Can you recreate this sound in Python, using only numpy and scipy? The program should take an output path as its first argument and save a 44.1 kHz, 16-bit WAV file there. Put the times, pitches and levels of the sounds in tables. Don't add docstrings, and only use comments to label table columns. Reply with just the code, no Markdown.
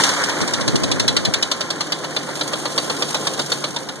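import sys
import numpy as np
from scipy import signal
from scipy.fft import rfft, irfft
from scipy.io import wavfile

SR = 44100
rng = np.random.default_rng(int(sys.argv[2]) if len(sys.argv) > 2 else 0)


def wav_out(sig):
    wavfile.write(sys.argv[1], SR, np.round(np.clip(np.atleast_2d(sig).T, -1, 1) * 32767).astype(np.int16))


N = 176400
TIME = np.arange(N) / SR
RING_TIME = TIME[:SR // 7]

# t/s, relative level/dB
KNOCKS = [(0.0357, -10.5), (0.0897, -16.5), (0.1345, -24), (0.1874, -41), (0.2371, -16), (0.2936, -20.5),
          (0.3522, -45), (0.412, -19), (0.4756, -18.5), (0.535, -13), (0.609, -19), (0.6771, -12.5),
          (0.756, -13.5), (0.834, -12.5), (0.9139, -11), (0.9962, -8.5), (1.079, -6.5), (1.1651, -7.5),
          (1.2497, -9.5), (1.3372, -8.5), (1.425, -8.5), (1.514, -10.5), (1.6067, -14.5), (1.703, -14),
          (1.8067, -12), (1.9204, -11), (2.0419, -20), (2.1631, -12), (2.287, -29), (2.4102, -13),
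          (2.533, -15), (2.6545, -16.5), (2.7775, -9), (2.8976, -14.5), (3.0218, -11.5), (3.1434, -12.5),
          (3.269, -12), (3.3927, -14), (3.5173, -10), (3.6391, -13.5), (3.7616, -16), (3.8876, -21.5)]
# t/s, crack level relative to KNOCKS/dB, thud level/dB
KNOCK_TIMBRE = [(0, -8.5, -34), (.65, -11, -36), (1.2, -16, -40), (1.65, -13.5, -32.5), (2.1, -20, -33),
                (2.7, -18.5, -28.5), (3.3, -14, -28), (3.65, -18, -28.5), (3.9, -14.5, -35.5)]
# f/Hz, spectral level/dB
CRACK_SPECTRUM = [(3000, -21), (5200, 5.5), (7600, 1.5), (9200, -4.5), (11500, -23), (15000, -43)]
THUD_SPECTRUM = [(200, -1.5), (480, 5), (950, -6.5), (1500, -4.5), (2200, -22), (8000, -72)]

def knocking():
    times, knock_db = np.transpose(KNOCKS)
    crack_db, thud_db = curves(KNOCK_TIMBRE, times)
    metal = sum(strike(block_ring(), [t], [db - 14], chatter_s=.013) for t, db in KNOCKS)
    crack = strike(dense_ring(CRACK_SPECTRUM, t60_s=.02), times, knock_db + crack_db - 3, chatter_s=.0098)
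    thud = strike(dense_ring(THUD_SPECTRUM, t60_s=.09), times - .001, thud_db, chatter_s=.00695)
    return metal + crack + thud


# f/Hz, relative level/dB, decay time T60/s
BLOCK_MODES = [(3560, -4, .03), (3965, 0, .045), (4150, -3, .035), (4420, -8, .03)]
# f/Hz, spectral level/dB
BLOCK_SPECTRUM = [(900, -8), (1600, -7.5), (2400, -6), (3100, -1), (4500, 2.5), (5500, -17.5), (8000, -62)]

def block_ring(scatter_db=5):
    modes = 0
    for hz, db, t60_s in BLOCK_MODES:
        decay = from_db(db + rng.normal(0, scatter_db) - 60 * RING_TIME / t60_s)
        modes += decay * np.sin(2 * np.pi * hz * RING_TIME)
    return dense_ring(BLOCK_SPECTRUM, t60_s=.028) + from_db(-13) * modes * rng.choice([-1, 1], (2, 1))


def dense_ring(spectrum, t60_s, bay_db=-16, bay_t60_s=.17):
    direct = from_db(-60 * RING_TIME / t60_s)
    bay = from_db(bay_db - 60 * RING_TIME / bay_t60_s)
    return noise(spectrum, size=len(RING_TIME)) * np.hypot(direct, bay)


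def strike(ring, times, levels_db, chatter_s, contacts=12):
    out = np.zeros((2, N + SR))
    for t, db in zip(times, levels_db):
        position = (np.arange(contacts) + rng.random(contacts)) / contacts
        strength = from_db(-12 * abs(position - .16))
        clicks = np.zeros(int(chatter_s * SR) + 1)
        clicks[(position * chatter_s * SR).astype(int)] = rng.choice([-1, 1], contacts) * strength
        blow = signal.fftconvolve(ring, clicks[None], axes=1)
        onset_rms = blow[:, :SR // 50].std()
        start = int(max(t, 0) * SR)
        out[:, start:start + blow.shape[1]] += blow * from_db(db) / onset_rms
    return out[:, :N]


def throb():
    _, thud_db = curves(KNOCK_TIMBRE)
    envelope = sum(swell(t, width_s=.026) for t, _ in KNOCKS)
    return noise(THUD_SPECTRUM) * envelope * from_db(thud_db - 4)


# t/s, rumble/dB, clatter/dB, hiss/dB
RUNNING_LEVELS = [(0, -27.5, -21.5, -19.5), (.15, -31.5, -26.5, -26.5), (.55, -32, -32, -33),
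                  (1.3, -33, -35.5, -37), (1.9, -36, -36.5, -36), (2.5, -33.5, -39, -37.5),
                  (3.35, -31.5, -40.5, -33.5), (4, -38.5, -45.5, -44.5)]

def running():
    rumble_db, clatter_db, hiss_db = curves(RUNNING_LEVELS)
    clatter_db, hiss_db = clatter_db - 4.5, hiss_db - 6
    return valves(clatter_db, hiss_db) + rumble(rumble_db) + clatter(clatter_db) + belt_hiss(hiss_db)


# f/Hz, spectral level/dB
RUMBLE_SPECTRUM = [(25, -20), (60, -43), (95, -5), (140, 0.5), (330, -1.5), (750, -12.5), (7000, -58)]
# f/Hz, bandwidth/Hz, relative level/dB
PANEL_MODES = [(292.6, 24, -5.5), (524.6, 17.5, -11), (1050, 27, -16), (1420, 120, -19)]

def rumble(level_db):
    f = np.fft.rfftfreq(N, 1 / SR)
    panels = 0
    for hz, width, db in PANEL_MODES:
        drive = rfft(rng.standard_normal((2, N)))
        response = 1 / (1 + 2j * (f - hz) / width) ** 2
        panels += from_db(db) * rms_one(irfft(drive * response, N))
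    body = noise(RUMBLE_SPECTRUM) * from_db(3) + panels
    return body * from_db(level_db + .5 * firing_cycle(trough_turn=.29) + 1.5 * drift(24))


# f/Hz, spectral level/dB
CLATTER_SPECTRUM = [(400, -17), (800, 0.5), (1700, 3), (2400, -4), (3500, -98)]

def clatter(level_db):
    pulse_db = 1.5 * firing_cycle(trough_turn=.527)
    return noise(CLATTER_SPECTRUM) * from_db(level_db + pulse_db + 3 * drift(54))


# phase/turns, relative tick level/dB, relative clack level/dB
VALVE_IMPACTS = [(.19, -2, -9), (.535, 2.5, -5), (.86, -2, -3)]

def valves(clatter_db, hiss_db, scatter_db=3):
    starts = turn_times()[1:]
    sizzle_db, = curves(SIZZLE_LEVELS)
    treble_db = hiss_db + .3 * sizzle_db + 14
    out = 0
    for phase, tick_db, clack_db in VALVE_IMPACTS:
        times = starts[:-1] + phase * np.diff(starts)
        uneven_db = scatter_db * rng.standard_normal(len(times))
        ticks_db = np.interp(times, TIME, treble_db) + tick_db + uneven_db
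        clacks_db = np.interp(times, TIME, clatter_db) + clack_db + uneven_db
        out += strike(dense_ring(HISS_SPECTRUM, t60_s=.055), times, ticks_db, chatter_s=.005)
        out += strike(dense_ring(CLATTER_SPECTRUM, t60_s=.06), times, clacks_db, chatter_s=.004945)
    return out


# t/s, blade-passing f/Hz, level/dB
FAN_TONE = [(0, 300, -31), (1.3, 204.7, -47), (1.75, 161.2, -34), (2.3, 148.5, -31.5), (3.5, 146.5, -29),
            (4, 145.8, -39)]

def fan(waver=.01474, octave_db=-8):
    hz, db = curves(FAN_TONE)
    phase = 2 * np.pi * np.cumsum(hz * (1 + waver * drift(19.15))) / SR
    return from_db(db) * (np.sin(phase) + from_db(octave_db) * np.sin(2 * phase))


# f/Hz, spectral level/dB
DRAUGHT_SPECTRUM = [(25, -18), (55, -13), (105, 3.5), (250, 1), (700, -10.5), (2000, -70)]
# t/s, level/dB
GUST_LEVELS = [(.38, -42.5), (.65, -32.5), (.9, -28), (1.3, -33), (1.52, -50)]
PUFFS = [(.426, -23.5), (.688, -25.5), (.748, -22), (.84, -25), (1.287, -26)]

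def draught():
    gust_db, = curves(GUST_LEVELS)
    puffs = sum(from_db(db) * swell(t, width_s=.014) for t, db in PUFFS)
    return noise(DRAUGHT_SPECTRUM) * (from_db(gust_db + 1.8 * drift(36)) + puffs)


# f/Hz, spectral level/dB
HISS_SPECTRUM = [(1500, -64), (3000, 3.5), (6500, 1.5), (8500, -1.5), (11500, -16), (14500, -28)]

def belt_hiss(level_db):
    return noise(HISS_SPECTRUM) * from_db(level_db + .9 * drift(54))


# f/Hz, spectral level/dB
SIZZLE_SPECTRUM = [(4500, 2), (8700, 3), (11500, -7.5), (15000, -35)]
# t/s, level/dB
SIZZLE_LEVELS = [(1.8, -70), (2.4, -41), (3.45, -39.5), (4, -52)]

def belt_sizzle():
    level_db, = curves(SIZZLE_LEVELS)
    return noise(SIZZLE_SPECTRUM) * from_db(level_db + 3 * drift(40))


def turn_times():
    t = np.array(KNOCKS)[:, 0]
    return np.r_[2 * t[0] - t[1], t, 2 * t[-1] - t[-2]]


def firing_cycle(trough_turn, firings_per_turn=3):
    starts = turn_times()
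    turns = np.interp(TIME, starts, np.arange(len(starts)))
    return -np.cos(2 * np.pi * firings_per_turn * (turns - trough_turn))


def from_db(db):
    return 10 ** (np.asarray(db) / 20)


def rms_one(x):
    return x / np.sqrt(np.mean(x ** 2) + 1e-20)


def curves(rows, times=TIME):
    t, *columns = np.transpose(rows)
    return [np.interp(times, t, column) for column in columns]


def colour(x, spectrum):
    hz, db = np.transpose(spectrum)
    f = np.fft.rfftfreq(x.shape[-1], 1 / SR) + 1
    gain = from_db(np.interp(np.log(f), np.log(hz), db))
    return irfft(rfft(x) * gain, x.shape[-1])


def noise(spectrum, size=N):
    return rms_one(colour(rng.standard_normal((2, size)), spectrum))


def drift(corner_hz):
    f = np.fft.rfftfreq(N, 1 / SR)
    return rms_one(irfft(rfft(rng.standard_normal(N)) / (1 + (f / corner_hz) ** 2), N))


def swell(centre_s, width_s):
    return np.exp(-((TIME - centre_s) / width_s) ** 2)


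# f/Hz, level/dB
PORT_DIFFERENCE = [(100, -38), (300, -13.5), (700, -7), (2600, 2.5), (5000, 0), (12000, 0.5)]

def scene():
    engine_mid, engine_side = knocking() + running() + throb() + fan()
    air_mid, air_side = draught() + belt_sizzle()
    mid = engine_mid + air_mid
    side = colour(engine_side, PORT_DIFFERENCE) + air_side
    return np.array([mid + side, mid - side])


def record(dry, cross_feed=.98, lag_samples=17, right_db=.25, cutoff_hz=15000):
    other = np.pad(dry[::-1], ((0, 0), (lag_samples, 0)))[:, :N]
    wide = (dry - cross_feed * other) * from_db([[0], [right_db]])
    low_pass = signal.ellip(10, .2, 80, cutoff_hz, fs=SR, output="sos")
    return signal.sosfilt(low_pass, wide)


dry = scene()
out = record(dry)
wav_out(out)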